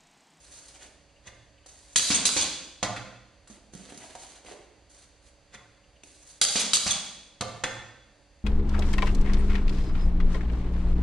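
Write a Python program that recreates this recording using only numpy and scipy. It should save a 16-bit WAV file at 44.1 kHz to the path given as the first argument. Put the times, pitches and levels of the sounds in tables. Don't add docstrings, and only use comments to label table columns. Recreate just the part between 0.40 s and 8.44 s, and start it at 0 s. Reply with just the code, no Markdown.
import sys
import numpy as np
from scipy import signal
from scipy.fft import rfft, irfft
from scipy.io import wavfile

SR = 44100
rng = np.random.default_rng(int(sys.argv[2]) if len(sys.argv) > 2 else 0)


def wav_out(sig):
    wavfile.write(sys.argv[1], SR, np.round(np.clip(np.atleast_2d(sig).T, -1, 1) * 32767).astype(np.int16))


N = 354563


def undb(db):
    return 10 ** (np.asarray(db) / 20)


def clock(seconds):
    return np.arange(int(seconds * SR)) / SR


def fade(t, t60):
    return np.exp(-np.log(1000) * t / t60)


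def unit(response):
    return response / np.sqrt(np.sum(response ** 2))


def add(track, start, x):
    i = max(int(start * SR), 0)
    track[i:i + len(x)] += x[:N - i]


def through(x, response):
    return signal.oaconvolve(x, response)[:len(x)]


def colour(points, size=2048):
    hz, db = np.transpose(points)
    log_hz = np.log(np.arange(size + 1) * SR / 2 / size + 1)
    log_gain = np.log(undb(np.interp(log_hz, np.log(hz), db)))
    cepstrum = irfft(log_gain)[:size]
    cepstrum[1:] *= 2
    return irfft(np.exp(rfft(cepstrum, 2 * size)))[:size]


def tint(x, points):
    return through(x, unit(colour(points)))


def ring(modes):
    t = clock(.5)
    return sum(undb(db) * fade(t, t60) * np.cos(2 * np.pi * hz * t) for hz, db, t60 in modes)


def swell(t, length, rise, t60):
    return (1 - np.exp(-t / rise)) * fade(np.maximum(t - length, 0), t60)


def hiss(db, length, rise, t60):
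    t = clock(.5)
    return undb(db) * rng.standard_normal(len(t)) * swell(t, length, rise, t60)


def burst(db, t60, rise=.00056):
    return hiss(db, 0, rise, t60)


def contacts(chatter, t60):
    pushes = chatter * unit(burst(0, t60))
    pushes[0] += 1
    return pushes


def walk(rate_hz):
    knots = rng.standard_normal(N // 100)
    return np.interp(np.arange(N) / SR * rate_hz, np.arange(len(knots)), knots)


# f/Hz, relative level/dB
VENT_AIR = [(15, -49.5), (25, -14.5), (59, -9.5), (124, -18.5), (303, -24), (336, -28), (559, -19.5),
            (685, -22.5), (1430, -31), (1590, -27), (3770, -31.5), (4630, -33.5), (11000, -44),
            (14300, -78), (22000, -120)]
# f/Hz, relative level/dB
VENT_TONES = [(59.2, -65), (301.5, -69.5), (565.2, -68.5), (2702, -76.5), (4199, -78.5), (4500, -71),
              (4797, -73), (5997, -90)]


def ventilation(air_db=-61.5, tone_db=-1):
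    t = np.arange(N) / SR
    mid, side = (undb(air_db + .3 * walk(13)) * tint(rng.standard_normal(N), VENT_AIR) for _ in range(2))
    tones = sum(undb(db + tone_db) * np.sin(2 * np.pi * hz * t + 2.7 * walk(7.4))
                for hz, db in VENT_TONES)
    return mid + tones, side


# f/Hz, t60/s, relative level/dB
ROOM_BANDS = [(60, 0.6, -3), (130, 0.8, 3), (277, 1.05, 0.5), (627, 0.74, 2.5), (1800, 0.85, -2),
              (4200, 0.84, -3.5), (6896, 0.72, -3.5), (11110, 0.66, -9)]


def room_response(wet_db=-1, build_s=.018, near_db=-8, near_t60=.16):
    t = clock(1)
    hz, t60s, levels = np.transpose(ROOM_BANDS)
    spectrum = rfft(unit(rng.standard_normal(len(t))))
    log_hz = np.log(np.arange(len(spectrum)) * SR / len(t) + 1)
    tail = 0
    for share, t60, db in zip(np.eye(len(hz)), t60s, levels):
        envelope = swell(t, 0, build_s, t60)
        band = irfft(spectrum * np.interp(log_hz, np.log(hz), share), len(t))
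        tail = tail + undb(db + wet_db) * band * envelope / np.sqrt(np.mean(envelope ** 2))
    near = unit(rng.standard_normal(len(t)) * fade(t, near_t60) * (t > .002))
    return tail + undb(near_db) * near


def workshop(direct, patterns=5, patterns_per_s=22, scatter_t60=.0044):
    mid, side = direct, 0
    t = clock(1)
    position = np.arange(N) / SR * patterns_per_s
    for k in range(patterns):
        offset = np.abs((position - k) % patterns - patterns / 2)
        part = direct * np.cos(np.pi / 2 * np.minimum(offset, 1))
        scatter = unit(rng.standard_normal(len(t)) * fade(t, scatter_t60) * (t > .0005))
        mid = mid + through(part, room_response())
        side = side + through(part, scatter + room_response())
    return mid, side


# t/s, level/dB
CHIRPS = [(0.691, -63), (0.756, -60.5), (1.172, -60), (1.233, -63.5), (5.432, -62), (5.554, -60.5)]


def chirps(start_hz=3200, end_hz=2450):
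    out, t = np.zeros(N), clock(.024)
    glide = 2 * np.pi * np.cumsum(np.linspace(start_hz, end_hz, len(t))) / SR
    for start, db in CHIRPS:
        rasp = .17 * np.cumsum(rng.standard_normal(len(t)))
        add(out, start, undb(db) * np.sin(np.pi * t / t[-1]) * np.sin(glide + rasp))
    return out


# t/s, length/s, slide level/dB, rub level/dB
STROKES = [(0.0, 0.32, -56, -65), (0.105, 0.091, -52.5, -79), (0.333, 0.034, -53, -55.5),
           (0.388, 0.077, -58, -56.5), (1.256, 0.46, -57.5, -70), (3.071, 0.096, -59.5, -64),
           (3.323, 0.657, -55.5, -59.5), (3.477, 0.029, -65, -52), (3.602, 0.04, -58, -51.5),
           (3.787, 0.047, -48.5, -61), (4.056, 0.075, -53.5, -50), (4.492, 0.15, -57.5, -66.5),
           (4.82, 0.067, -61.5, -68.5), (5.635, 0.34, -58.5, -77), (5.86, 0.058, -54, -75)]
# t/s, panel f/Hz, panel level/dB, crackle level/dB, t60/s
FOLDS = [(.283, 610, -61, -43.5, 0.058), (.424, 1760, -37, -49.5, 0.22), (1.261, 590, -42.5, -45.5, 0.068),
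         (3.074, 1300, -43, -49, .08), (3.1, 207, -42, -52, 0.13), (3.336, 183, -39.5, -40, 0.021),
         (3.35, 190, -37.5, -37.5, .02), (3.396, 192, -46.5, -60, .021), (3.493, 400, -52, -47, 0.098),
         (3.523, 256, -34, -54, 0.038), (3.575, 255, -44, -37.5, 0.033), (3.64, 710, -38, -50, .25),
         (3.752, 730, -31.5, -42.5, 0.044), (4.048, 490, -41.5, -48, .025), (4.085, 696, -37, -55, 0.43),
         (4.114, 432, -34, -65, 0.19), (5.635, 2630, -34.5, -44, .023), (5.636, 300, -47, -52.5, .05)]
# f/Hz, level/dB
SLIDE_COLOUR = [(300, -18), (1500, -4), (3000, -3), (4200, 4.5), (7000, 0), (9500, 3), (11000, -3.5)]
RUB_COLOUR = [(100, -25), (250, -2.5), (450, -2), (750, -2.5), (1100, -10), (1700, -4.5), (3000, -3.5),
              (8000, -27)]
CRACK_COLOUR = [(80, -5.5), (500, -7), (1200, -3), (2400, -8), (3800, -4), (5500, -9.5), (8000, -17),
                (11000, -24.5)]


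def cardboard(grain_db=2.5, flutter_db=2, panel_cycles=12, pops_per_s=60, pop_db=23):
    t = clock(1)
    slide_power, rub_power, drum = np.zeros((3, N))
    for start, length, slide_db, rub_db in STROKES:
        speed = swell(t, length, rise=.0063, t60=.072)
        add(slide_power, start, (undb(slide_db) * speed) ** 2)
        add(rub_power, start, (undb(rub_db) * speed) ** 2)
    slide_gain, rub_gain = np.sqrt([slide_power, rub_power])
    fibres = rng.standard_normal((2, N))
    fibres *= undb(grain_db * np.minimum(rng.exponential(size=(2, N)), 6))
    fibres *= undb(flutter_db * walk(120)) / fibres.std()
    pops = (rng.random(N) < pops_per_s / SR) * rng.standard_normal(N) * undb(pop_db) * rub_gain
    pops = through(pops, unit(burst(0, t60=.004)))
    slide, rub = slide_gain * fibres[0], rub_gain * fibres[1]
    for start, hz, panel_db, crackle_db, t60 in FOLDS:
        panel_t60 = panel_cycles / hz
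        panel = ring([(hz, -2, panel_t60), (hz * 1.3, -12, panel_t60), (hz * 1.7, -20, panel_t60 / 2)])
        add(drum, start, undb(panel_db) * through(contacts(chatter=.73, t60=t60), panel))
        add(slide, start, burst(crackle_db, t60))
    return tint(slide, SLIDE_COLOUR) + tint(rub, RUB_COLOUR) + tint(pops, CRACK_COLOUR) + drum


# t/s, relative level/dB of frame, top, jaw and crack, rattle t60/s
LANDINGS = [(2.4287, -32, -21, -29, -23, 0.13), (2.502, -44, -58, -57, -45, 0.05),
            (2.563, -46.5, -45, -30, -44.5, 0.079), (7.0091, -33.5, -36.5, -47, -22.5, 0.055),
            (7.022, -44, -27.5, -68, -46, 0.045), (7.2375, -37, -26.5, -20.5, -24.5, 0.069)]
# t/s, scrape level/dB, half length/s
LIFTS = [(0.877, -45, 0.0091), (5.147, -45.5, 0.0086)]
# f/Hz, level/dB, t60/s
FRAME_MODES = [(90.5, -20, 0.12), (116.8, 0, 0.44), (145, -9.5, 0.075), (198.4, 1, 0.16)]
TOP_MODES = [(488, -8.5, 0.036), (530.3, -4.5, 0.13), (640, -2.5, 0.058), (705, -2, 0.068), (820, -7, 0.04),
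             (1035, -0.5, 0.051), (1180, -2, 0.05), (1310, -26.5, .04)]
JAW_MODES = [(1410, -7, 0.072), (1560, -2.5, 0.049), (1720, -1, 0.015), (1780, 3.5, 0.015),
             (1950, 0, 0.036), (2100, 4, 0.018), (2300, -3, 0.033), (2490, 0, .03), (2630, -8.5, .025),
             (3424, 2, 0.041), (3704, -21, .025), (6400, -13, 0.024)]
# f/Hz, level/dB
TICK_COLOUR = [(1000, -20), (4000, -3), (7000, 5), (11000, -1)]


def tool_on_bench(jaw_gain=1.18, tick_db=-4, scrape_db=-3, clink_db=3, clink_lead_s=.0071):
    out, drag = np.zeros((2, N))
    frame, top, jaw = (ring(modes) / np.sqrt(len(modes) / 2)
                       for modes in (FRAME_MODES, TOP_MODES, JAW_MODES))
    for start, frame_db, top_db, jaw_db, crack_db, t60 in LANDINGS:
        add(out, start, undb(frame_db) * frame)
        add(out, start, undb(top_db) * through(contacts(chatter=.73, t60=t60), top))
        add(out, start, undb(jaw_db) * jaw_gain * through(unit(burst(0, t60)), jaw))
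        add(out, start, tint(burst(crack_db, t60), CRACK_COLOUR))
        add(out, start, tint(burst(crack_db + tick_db, t60=.018), TICK_COLOUR))
    for centre, db, half_length in LIFTS:
        drag += undb(db) / (1 + ((np.arange(N) / SR - centre) / half_length) ** 2)
        clink = tint(burst(db + clink_db, t60=.016), TICK_COLOUR)
        add(out, centre - clink_lead_s, clink)
    bodies = unit(jaw) + undb(-5) * unit(top) + undb(-10) * unit(frame)
    rattle = through(drag * rng.standard_normal(N), bodies)
    scrape = tint(drag * rng.standard_normal(N), CRACK_COLOUR)
    return out + rattle + undb(scrape_db) * scrape


# t/s, length/s, level/dB of low, middle and high tone and of the scrape
SQUEALS = [(1.743, 0.018, -32.5, -29.5, -27.5, -27.5), (2.009, 0.023, -28.5, -37, -37, -29),
           (6.193, 0.025, -33.5, -38, -41, -24), (6.505, 0.013, -24, -32, -30.5, -26.5)]
# f/Hz, width/Hz
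SQUEAL_TONES = [(3455, 100), (6500, 560), (8615, 120)]
# f/Hz, level/dB
HISS_COLOUR = [(80, -37.5), (250, -22.5), (600, -6.5), (950, -19.5), (2000, -6), (3000, -0.5), (4400, 2.5),
               (7000, 1), (9000, 0.5), (11000, 0)]


def jaw_squeals(rise_s=.0017, release_t60=.039):
    tones, scrape = np.zeros((2, N))
    t = clock(.1)
    for start, length, *tone_dbs, scrape_db in SQUEALS:
        envelope = swell(t, length, rise_s, release_t60)
        for (hz, width), db in zip(SQUEAL_TONES, tone_dbs):
            wander = np.cumsum(rng.standard_normal(len(t))) * np.sqrt(2 * np.pi * width / SR)
            add(tones, start, undb(db) * np.sqrt(2) * envelope * np.sin(2 * np.pi * hz * t + wander))
        add(scrape, start, hiss(scrape_db, length, rise_s, release_t60))
    return tones + tint(scrape, HISS_COLOUR)


# t/s, level/dB of blow, air blast and trailing hiss, delay to the clinch/s
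SHOTS = [(1.5587, -10.5, -20.5, -29.5, .0365), (1.8533, -12, -20, -33.5, 0.037),
         (6.0137, -9.5, -20.5, -32.5, .036), (6.333, -13.5, -19, -37, 0.036)]
# t/s, relative thump level/dB, exhaust level/dB, piston travel/s, stop level/dB
RETURNS = [(1.7035, -23, -23.5, .009, -19.5), (1.965, -23.5, -24.5, 0.036, -41),
           (6.1559, -23.5, -24.5, 0.0055, -21), (6.4642, -24.5, -26.5, 0.013, -14)]
# f/Hz, level/dB, t60/s
NOSE_MODES = [(3460, -10, .02), (3984, -2.5, 0.017), (4550, -1, .008), (4970, -8, 0.016),
              (6630, -14, 0.013), (7770, -20.5, 0.014), (8790, -12, .015)]
# f/Hz, level/dB
BLOW_COLOUR = [(60, -12), (200, -4), (500, -16.5), (1300, -2), (2000, -3), (3000, 2), (5000, -4),
               (8000, -2.5), (11000, -3.5)]
EXHAUST_COLOUR = [(100, -24), (500, -12), (1100, -6), (1800, -6.5), (2400, 0.5), (3000, -0.5), (4500, 3.5),
                  (6500, -4), (8500, -7), (11000, -16.5)]
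THUMP_COLOUR = [(35, -14), (80, -1), (130, -10.5), (200, 1.5), (280, -1), (380, -7.5), (550, -6),
                (1000, -14), (2000, -12.5), (8000, -49)]


def stapler(valve_open_s=.0285, clinch_db=-16, blow_ring_db=-2, air_ring_db=-8, thump_boost_db=18):
    steel, air, exhaust, thump = np.zeros((4, N))
    for start, blow_db, blast_db, hiss_db, clinch_delay in SHOTS:
        add(steel, start, burst(blow_db, t60=.022, rise=.0005))
        add(air, start, hiss(blast_db, valve_open_s, rise=.0011, t60=.015))
        add(air, start + valve_open_s, hiss(hiss_db, length=.13, rise=.015, t60=.18))
        add(steel, start + clinch_delay, burst(clinch_db, t60=.0097, rise=.0001))
    for start, thump_db, exhaust_db, travel, stop_db in RETURNS:
        add(thump, start, undb(thump_db + thump_boost_db) * contacts(chatter=.93, t60=.035))
        add(exhaust, start, hiss(exhaust_db, length=.011, rise=.0006, t60=.47))
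        add(exhaust, start + travel, burst(stop_db, t60=.0092))
    air *= undb(.72 * walk(560))
    nose = unit(ring(NOSE_MODES))
    steel += undb(blow_ring_db) * through(steel, nose)
    air += undb(air_ring_db) * through(air, nose)
    drive = tint(steel, BLOW_COLOUR) + tint(air, HISS_COLOUR)
    return drive + tint(exhaust, EXHAUST_COLOUR) + tint(thump, THUMP_COLOUR)


# f/Hz, side gain/dB, right over left/dB
STEREO_IMAGE = [(60, -15, 4), (400, -11, 4), (900, -9, 1.7), (3000, -10.5, 0.5), (4600, -7, -0.5),
                (6250, 0, 1.9), (10900, -0.5, -0.5)]


def scene():
    direct = stapler() + jaw_squeals() + tool_on_bench() + cardboard() + chirps()
    mid, side = np.add(workshop(direct), ventilation())
    hz, side_db, lean_db = np.transpose(STEREO_IMAGE)
    side = through(side, colour(np.c_[hz, side_db]))
    left = through(mid + side, colour(np.c_[hz, -lean_db / 2]))
    right = through(mid - side, colour(np.c_[hz, lean_db / 2]))
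    return np.array([left, right])


# f/Hz, level/dB
MIC_RESPONSE = [(30, 1.5), (4400, -2.5), (5050, -1.5), (5400, -7), (6000, 1.5), (11000, -4)]


def record(dry, top_hz=11100):
    heard = np.array([through(channel, colour(MIC_RESPONSE)) for channel in dry])
    lowpass = signal.ellip(12, .2, 80, top_hz, fs=SR, output="sos")
    return signal.sosfilt(lowpass, heard)


dry = scene()
out = record(dry)
wav_out(out)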